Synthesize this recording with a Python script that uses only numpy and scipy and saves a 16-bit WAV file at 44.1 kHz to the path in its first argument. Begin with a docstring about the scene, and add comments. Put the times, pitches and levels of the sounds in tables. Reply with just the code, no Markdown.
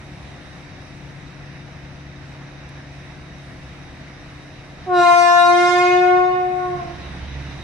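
"""Locomotive idle and horn blast

A diesel locomotive idles behind parked cars, sounds one long blast of its air horn, then takes load.
Engine: additive synthesis of its cycle harmonics, with shaped noise for rumble, roar, hiss and blower.
Horn: harmonic partials driven by air pressure. Interference with reflections from cars and house
fronts makes each overtone swell and fade on its own at each of two microphone ports.
A few faint dry ticks are decaying noise. The phone compresses the level under the blast.
"""
import sys
import numpy as np
from scipy import signal
from scipy.fft import rfft, irfft, next_fast_len
from scipy.io import wavfile
from scipy.ndimage import uniform_filter1d, map_coordinates

SR = 44100
rng = np.random.default_rng(int(sys.argv[2]) if len(sys.argv) > 2 else 0)


def master_out(mix):
    """Clip the mix to full scale and print it as 16-bit PCM to the path in sys.argv[1]."""
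    frames = np.transpose(np.atleast_2d(mix))
    ceiling = np.clip(frames, -1, 1)
    pcm = np.round(ceiling * 32767).astype(np.int16)
    wavfile.write(sys.argv[1], SR, pcm)


N = 336483


def amp(db):
    """Decibel law: level in dB to amplitude gain."""
    return 10 ** (np.asarray(db) / 20)


def unit(x):
    """Normalisation to an rms of 1."""
    return x / np.sqrt(np.mean(x ** 2) + 1e-20)


def along(points, hz):
    """Interpolation of (Hz, value) points on a logarithmic frequency axis."""
    point_hz, values = np.transpose(points)
    return np.interp(np.log(hz + 1), np.log(point_hz + 1), values)


def curves(rows):
    """Envelopes: one value per sample for each column after the time."""
    seconds, *columns = np.transpose(rows)
    return [np.interp(np.arange(N) / SR, seconds, column) for column in columns]


def wobble(rate, size=N):
    """Random modulation: normal values, rate of them a second, joined by straight lines."""
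    knots = rng.standard_normal(int(size * rate / SR) + 4)
    return map_coordinates(knots, [np.arange(size) * rate / SR], order=1)


def filtered(x, response):
    """Linear filtering: the spectrum times a response of frequency."""
    size = next_fast_len(N + SR // 2)
    return irfft(rfft(x, size) * response(np.fft.rfftfreq(size, 1 / SR)), size)[..., :N]


# Coherence of noise at the two ports. Each row: frequency in Hz, left-right correlation.
LIKENESS = [(60, 0.91), (180, 0.87), (540, 0.58), (1610, 0.4), (4820, 0.19), (14400, 0.15)]


def rush(level_db, patchy_db):
    """Turbulence: stereo noise of rms 1 with random patches in time and frequency, shaped by level_db(hz)."""
    spectra = signal.stft(rng.standard_normal((2, N)), nperseg=512)[2]
    across_hz = uniform_filter1d(rng.standard_normal(spectra.shape[1:]), 6, 0)
    patches = unit(uniform_filter1d(across_hz, 14, 1))
    pair = signal.istft(spectra * amp(patchy_db * patches), nperseg=512)[1][:, :N]

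    def mid_side(hz):
        # half the angle whose cosine is the correlation splits the power into mid and side
        angle = np.arccos(np.clip(along(LIKENESS, hz), -1, 1)) / 2
        return amp(level_db(hz)) * [np.cos(angle), np.sin(angle)]

    mid, side = filtered(pair, mid_side)
    return unit(np.array([mid + side, mid - side]))


# Harmonics of the engine cycle. Each row: multiple of the cycle rate, rms level in dB before the
# unsteadiness and left-right swing; moving levels replace those of orders 8 and 16.
ORDERS = [(2, -82), (3, -76.5), (4, -63), (6, -64.5), (7, -55), (8, -51), (10, -59), (13, -60.5), (14, -79),
          (16, -43), (19, -58), (20, -56), (24, -58.5), (30, -56.5), (32, -64.5), (33, -62), (34, -52),
          (35, -83.5), (36, -73), (41, -56), (52, -70), (56, -69), (58, -64), (60, -65), (61, -71.5),
          (68, -72), (72, -61), (79, -62.5), (80, -72.5), (84, -68), (86, -62.5), (96, -67.5)]


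def exhaust(eighth_db, sixteenth_db):
    """Periodic firing gives a harmonic series; orders 8 and 16 follow level curves of their own."""
    cycle_hz = 8.724
    turn = 2 * np.pi * cycle_hz * np.cumsum(1 + 0.0012 * wobble(2.007)) / SR
    lines = np.zeros(N)
    for order, db in ORDERS:
        db = {8: eighth_db, 16: sixteenth_db}.get(order, db)
        wave = np.sqrt(2) * np.sin(order * turn + rng.uniform(0, 2 * np.pi))
        lines += amp(db + 1.2 * wobble(7)) * wave
    return lines, turn


# Moving levels of the engine. Each row: time in seconds, strength of rumble and roar from 0 to 1,
# 8th order in dB rms and 16th order in dB rms before unsteadiness and swing, bass left minus right in dB.
ENGINE_LEVELS = [(0, 0, -46, -46, 1), (.4, 0.12, -49, -46, 2.5), (1.1, 0.04, -61, -42, 3.5),
                 (1.9, 0.02, -48, -40, 2.5), (2.5, 0.04, -50, -41.5, 1.5), (3.9, 0.09, -49, -44.5, 1.5),
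                 (4.75, 0.01, -59, -45.5, 1.5), (5, 0.83, -53, -40, -3.5), (5.3, 0.1, -60, -42.5, 0),
                 (5.9, 1, -55, -44, -3), (6.45, 0.6, -54.5, -49, -1.5), (6.75, 0.55, -50, -41.5, -4),
                 (7.1, 0.54, -37, -44, -2.5), (7.45, 0.68, -34.5, -37, -3), (7.63, 0.5, -40, -46, -2)]
# Level of the hiss. Each row: time in seconds, level in dB before its wobble and lean.
HISS_LEVEL = [(0, -64), (.5, -65.5), (1.1, -66.5), (1.9, -69), (3, -66.5), (4.3, -66), (5.9, -71.5),
              (6.45, -60), (6.85, -66), (7.63, -63.5)]
# Noise spectra. Each row: frequency in Hz, relative spectral level in dB per Hz.
RUMBLE_SPECTRUM = [(15, -39.5), (25, -16.5), (55, -11.5), (100, -9), (165, -8.5), (235, -18), (330, -24.5),
                   (500, -56), (900, -120)]
ROAR_SPECTRUM = [(60, -120), (150, -46.5), (260, -22.5), (400, -28), (700, -26), (1150, -30), (1600, -29.5),
                 (2600, -31.5), (3200, -38.5), (4400, -40.5), (5500, -39.5), (6500, -46), (7500, -70.5),
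                 (9500, -120)]
HISS_SPECTRUM = [(3000, -120), (5500, -30.5), (6800, -7), (7620, -6), (8600, -8.5), (9450, -4.5),
                 (10800, -17), (11600, -17.5), (12300, -21.5), (13500, -23.5), (14900, -39)]
BLOWER_SPECTRUM = [(900, -82), (1500, -10), (1800, -4), (2200, -12), (2600, -2), (3200, -5), (3860, 6),
                   (4600, -23), (6000, -80)]
# Resonances of the engine hood. Each row: centre in Hz, width in Hz, boost in dB.
HOOD_RESONANCES = [(1947, 650, 4.5), (3805, 250, 10), (5870, 200, 5)]
# Balance of roar, hiss and blower. Each row: frequency in Hz, left minus right in dB.
NOISE_LEAN = [(60, -5), (180, 8), (540, -0.5), (1610, -1.5), (4820, -2), (14400, -2)]


def engine():
    """Source and resonator: firing harmonics and rumble, a throbbing roar in the hood, hiss and blower."""
    strength, eighth_db, sixteenth_db, swing_db = curves(ENGINE_LEVELS)
    hiss_db, = curves(HISS_LEVEL)
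    rumble_db = np.interp(strength, [0, 1], [-44.5, -34])  # from weakest to strongest
    roar_db = np.interp(strength, [0, 1], [-44, -37])
    halves = np.array([[.5], [-.5]])  # shares a level difference between left and right

    lines, turn = exhaust(eighth_db, sixteenth_db)
    rumble = amp(rumble_db) * rush(lambda hz: along(RUMBLE_SPECTRUM, hz), patchy_db=0.7)
    bass = (lines + rumble) * amp(swing_db * halves)  # the bass swings between left and right

    def roar_level(hz):
        hood_db = sum(db / (1 + (2 * (hz - centre) / width) ** 2) for centre, width, db in HOOD_RESONANCES)
        return along(ROAR_SPECTRUM, hz) + hood_db

    throb = 1 + .03 * (np.sin(24 * turn) + np.sin(2 * turn))
    roar = amp(roar_db) * throb * rush(roar_level, patchy_db=1.0)
    hiss = amp(hiss_db + wobble(7)) * rush(lambda hz: along(HISS_SPECTRUM, hz), patchy_db=1.6)

    load = np.clip((eighth_db + 46.5) / 7, 0, 1)  # a strong 8th order means fuel is being fed
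    blower_gain = load * amp(-49.5 + 1.7 * wobble(3.7))
    blower = blower_gain * rush(lambda hz: along(BLOWER_SPECTRUM, hz), patchy_db=4.5)

    noises = filtered(roar + hiss + blower, lambda hz: amp(along(NOISE_LEAN, hz) * halves))
    left, right = bass + noises
    return np.array([np.roll(left, 2), right])  # the right port is a little nearer


# Ticks. Each row: start in seconds, initial noise level in dB before the filter.
TICK_TIMES = [(.05, -50), (.23, -46), (2.69, -37), (2.695, -41), (3.18, -47)]


def ticks():
    """Impulsive excitation: noise that decays exponentially, 60 dB in 3.5 ms, coloured by a filter."""
    x, t = np.zeros(N), np.arange(200) / SR
    for start, db in TICK_TIMES:
        x[round(start * SR):][:len(t)] += amp(db - 60 * t / 0.0035) * rng.standard_normal(len(t))
    colour = [(1500, -40), (3500, 7), (9000, -6), (11500, -8), (13000, -50)]  # Hz, dB
    return filtered(x, lambda hz: amp(along(colour, hz)))


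# The direct path, then cars and house fronts. Each row: delay in ms, lead of the left port in ms,
# left level in dB, right level in dB, both before the treble loss of the reflections.
SOUND_PATHS = [(0.0, 0.128, -0.5, 0.6), (4.501, -0.53, -16.1, -32.1), (7.463, 0.584, -5.3, -0.0),
               (14.606, 0.599, -16.8, -13.1), (26.124, -0.595, -16.2, -27.2),
               (30.199, -0.512, -12.8, -25.8), (32.031, 0.552, -12.7, -8.0), (36.87, -0.405, -16.7, -24.4),
               (47.299, 0.6, -16.6, -15.9), (49.32, 0.025, -14.7, -26.5), (49.791, -0.44, -10.5, -12.8),
               (57.226, 0.331, -14.1, -18.5), (61.17, 0.463, -13.9, -8.9), (75.747, 0.452, -22.1, -15.9),
               (116.559, -0.595, -30.1, -13.2), (152.988, -0.32, -19.3, -19.1),
               (221.257, 0.575, -32.9, -22.0), (255.89, 0.186, -21.7, -21.2),
               (265.424, 0.086, -21.7, -23.2), (307.999, 0.6, -35.5, -22.2)]


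def paths(hz):
    """Superposition of delayed paths: gliding partials pass through the interference at each port."""
    # reflections lose treble above the fundamental, at 3.9 dB per octave
    loss = amp(-3.9 * np.log2(np.maximum(hz, 1) / 355))
    side = np.array([[-.5], [.5]])
    total = 0
    for delay_ms, lead_ms, left_db, right_db in SOUND_PATHS:
        gain = amp([[left_db], [right_db]]) * (loss if delay_ms else 1)
        total = total + gain * np.exp(-2j * np.pi * hz * (delay_ms + side * lead_ms) / 1000)
    return total


# Reverberation of the street. Each row: frequency in Hz, time in seconds to decay by 60 dB.
STREET_DECAY = [(300, 0.93), (2000, 1.39), (6000, 0.82), (14000, 0.26)]


def street(x):
    """Diffuse reverberation: decaying noise as impulse response, drawn apart for each port."""
    hz, t, spectra = signal.stft(rng.standard_normal((2, SR)), SR, nperseg=256)
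    decay = amp(-60 * t / along(STREET_DECAY, hz)[:, None])
    tail = signal.istft(spectra * decay, SR, nperseg=256)[1]
    delayed = np.pad(x, (1500, 0))[None]  # samples
    return signal.fftconvolve(delayed, tail / np.linalg.norm(tail[0]), axes=1)[:, :N]


# Fundamental of the horn, sharp at the start and sagging as the valve shuts.
# Each row: time in seconds, frequency in Hz.
HORN_PITCH = [(4.85, 373.289), (4.9, 363.606), (4.99, 352.95), (5.065, 349.272), (5.14, 348.511),
              (5.44, 350.141), (5.59, 353.295), (5.89, 359.0), (6.19, 362.527), (6.34, 363.997),
              (6.49, 364.031), (6.6, 362.81), (6.7, 360.21), (6.88, 342.1), (6.95, 339.998)]
# Air pressure at the horn. Each row: time in seconds, relative pressure in dB.
HORN_PRESSURE = [(4.853, -70), (4.872, -31), (4.9, -15), (4.94, -4), (5, 3.2), (5.6, 0), (5.9, -4.1),
                 (6.15, -2.4), (6.3, -10), (6.5, -18.3), (6.72, -29), (6.85, -41), (6.93, -70)]
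# Partials 1 to 4, in order. Each row: level in dB at 0 dB of pressure before the paths,
# dB of level per dB of pressure, flutter depth in dB, gain in dB of the part scattered by rough fronts.
LOW_PARTIALS = [(-6, 0.69, 0.5, -34.5), (-2.5, 0.73, 1.5, -25.5), (-11, 0.83, 3, -7),
                (-14.5, 1.1, 2.5, -9.5)]
# Common level of the upper partials. Each row: time in seconds, relative level in dB.
UPPER_LEVEL = [(4.85, -75), (4.9, -38.5), (4.94, -26), (4.99, -19), (5.7, -20.5), (6.1, -27.5),
               (6.3, -41.5), (6.45, -50.5), (6.7, -62), (6.95, -66), (7.17, -72)]
# Radiation of the bell for the upper partials. Each row: frequency in Hz, relative level in dB.
BELL_RESPONSE = [(1780, -1.5), (2130, -1), (2470, -5.5), (2820, -10), (3170, -15), (3520, -9.5),
                 (3870, -7.5), (4250, -15.5), (5200, -12.5), (6000, -16), (7100, -21.5), (9500, -25),
                 (11500, -37.5), (14900, -53)]
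# Spectrum of the air noise. Each row: frequency in Hz, relative spectral level in dB per Hz.
AIR_SPECTRUM = [(150, -51), (350, -4.5), (750, -6), (1500, -11.5), (3000, -18), (6000, -35), (10000, -33.5),
                (14000, -76)]


def horn():
    """Diaphragm oscillator and bell: chopped air gives harmonics, and a weaker blast is duller."""
    a, b = round(HORN_PRESSURE[0][0] * SR), round(UPPER_LEVEL[-1][0] * SR)
    envelopes = curves(HORN_PITCH) + curves(HORN_PRESSURE) + curves(UPPER_LEVEL)
    pitch, pressure_db, upper_db = [curve[a:b] for curve in envelopes]
    steady_phase = 2 * np.pi * np.cumsum(pitch) / SR
    jitter = pitch * 0.0015 * wobble(40.3, size=b - a)  # slightly unsteady edge of the wave
    unsteady_phase = steady_phase + 2 * np.pi * np.cumsum(jitter) / SR

    scattered, near = np.zeros(N), np.zeros((2, N))
    for k, (db, growth, flutter_db, scatter_db) in enumerate(LOW_PARTIALS, start=1):
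        tone = np.zeros(N)
        tone[a:b] = amp(db + growth * pressure_db) * np.sin(k * steady_phase)
        flutter = np.array([wobble(26), wobble(16)])  # random for each partial, separate at each port
        near += filtered(tone, paths) * amp(flutter_db * flutter)
        scattered += amp(scatter_db) * tone

    slack_db = upper_db - upper_db.max()
    upper = np.zeros(N)
    for k in range(5, 43):
        dull_db = .5 * slack_db * np.log2(k / 5)  # the highest partials die first
        flutter_db = 4.7 * wobble(18.34, size=b - a)  # moving air on the way
        level_db = upper_db + along(BELL_RESPONSE, k * pitch) + dull_db + flutter_db
        upper[a:b] += amp(level_db) * np.sin(k * unsteady_phase + rng.uniform(0, 2 * np.pi))
    direct = amp(-4.0) * np.array([np.roll(upper, 1), upper])
    bright = (direct + amp(-1.0) * street(upper)) * amp([[-1.5], [1.5]])  # treble favours the right port

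    air = np.zeros(N)
    air[a:b] = amp(-34 + 0.28 * slack_db)  # air that rushes past the diaphragm
    air_noise = air * rush(lambda hz: along(AIR_SPECTRUM, hz), patchy_db=0.5)
    return near + street(scattered) + bright + air_noise


def scene():
    """Superposition of engine, ticks and horn at the two ports."""
    return engine() + ticks() + horn()


def record(dry):
    """Compression takes back a share of the level above a knee; a low-pass sets the band limit."""
    power = uniform_filter1d(np.mean(dry ** 2, 0), 4000)  # averaged over samples
    level_db = 10 * np.log10(np.abs(power) + 1e-12)
    knee_db, share, top_hz = -26, .4, 15050
    gained = dry * amp(-share * np.maximum(level_db - knee_db, 0))
    return filtered(gained, lambda hz: hz < top_hz)


dry = scene()
out = record(dry)
master_out(out)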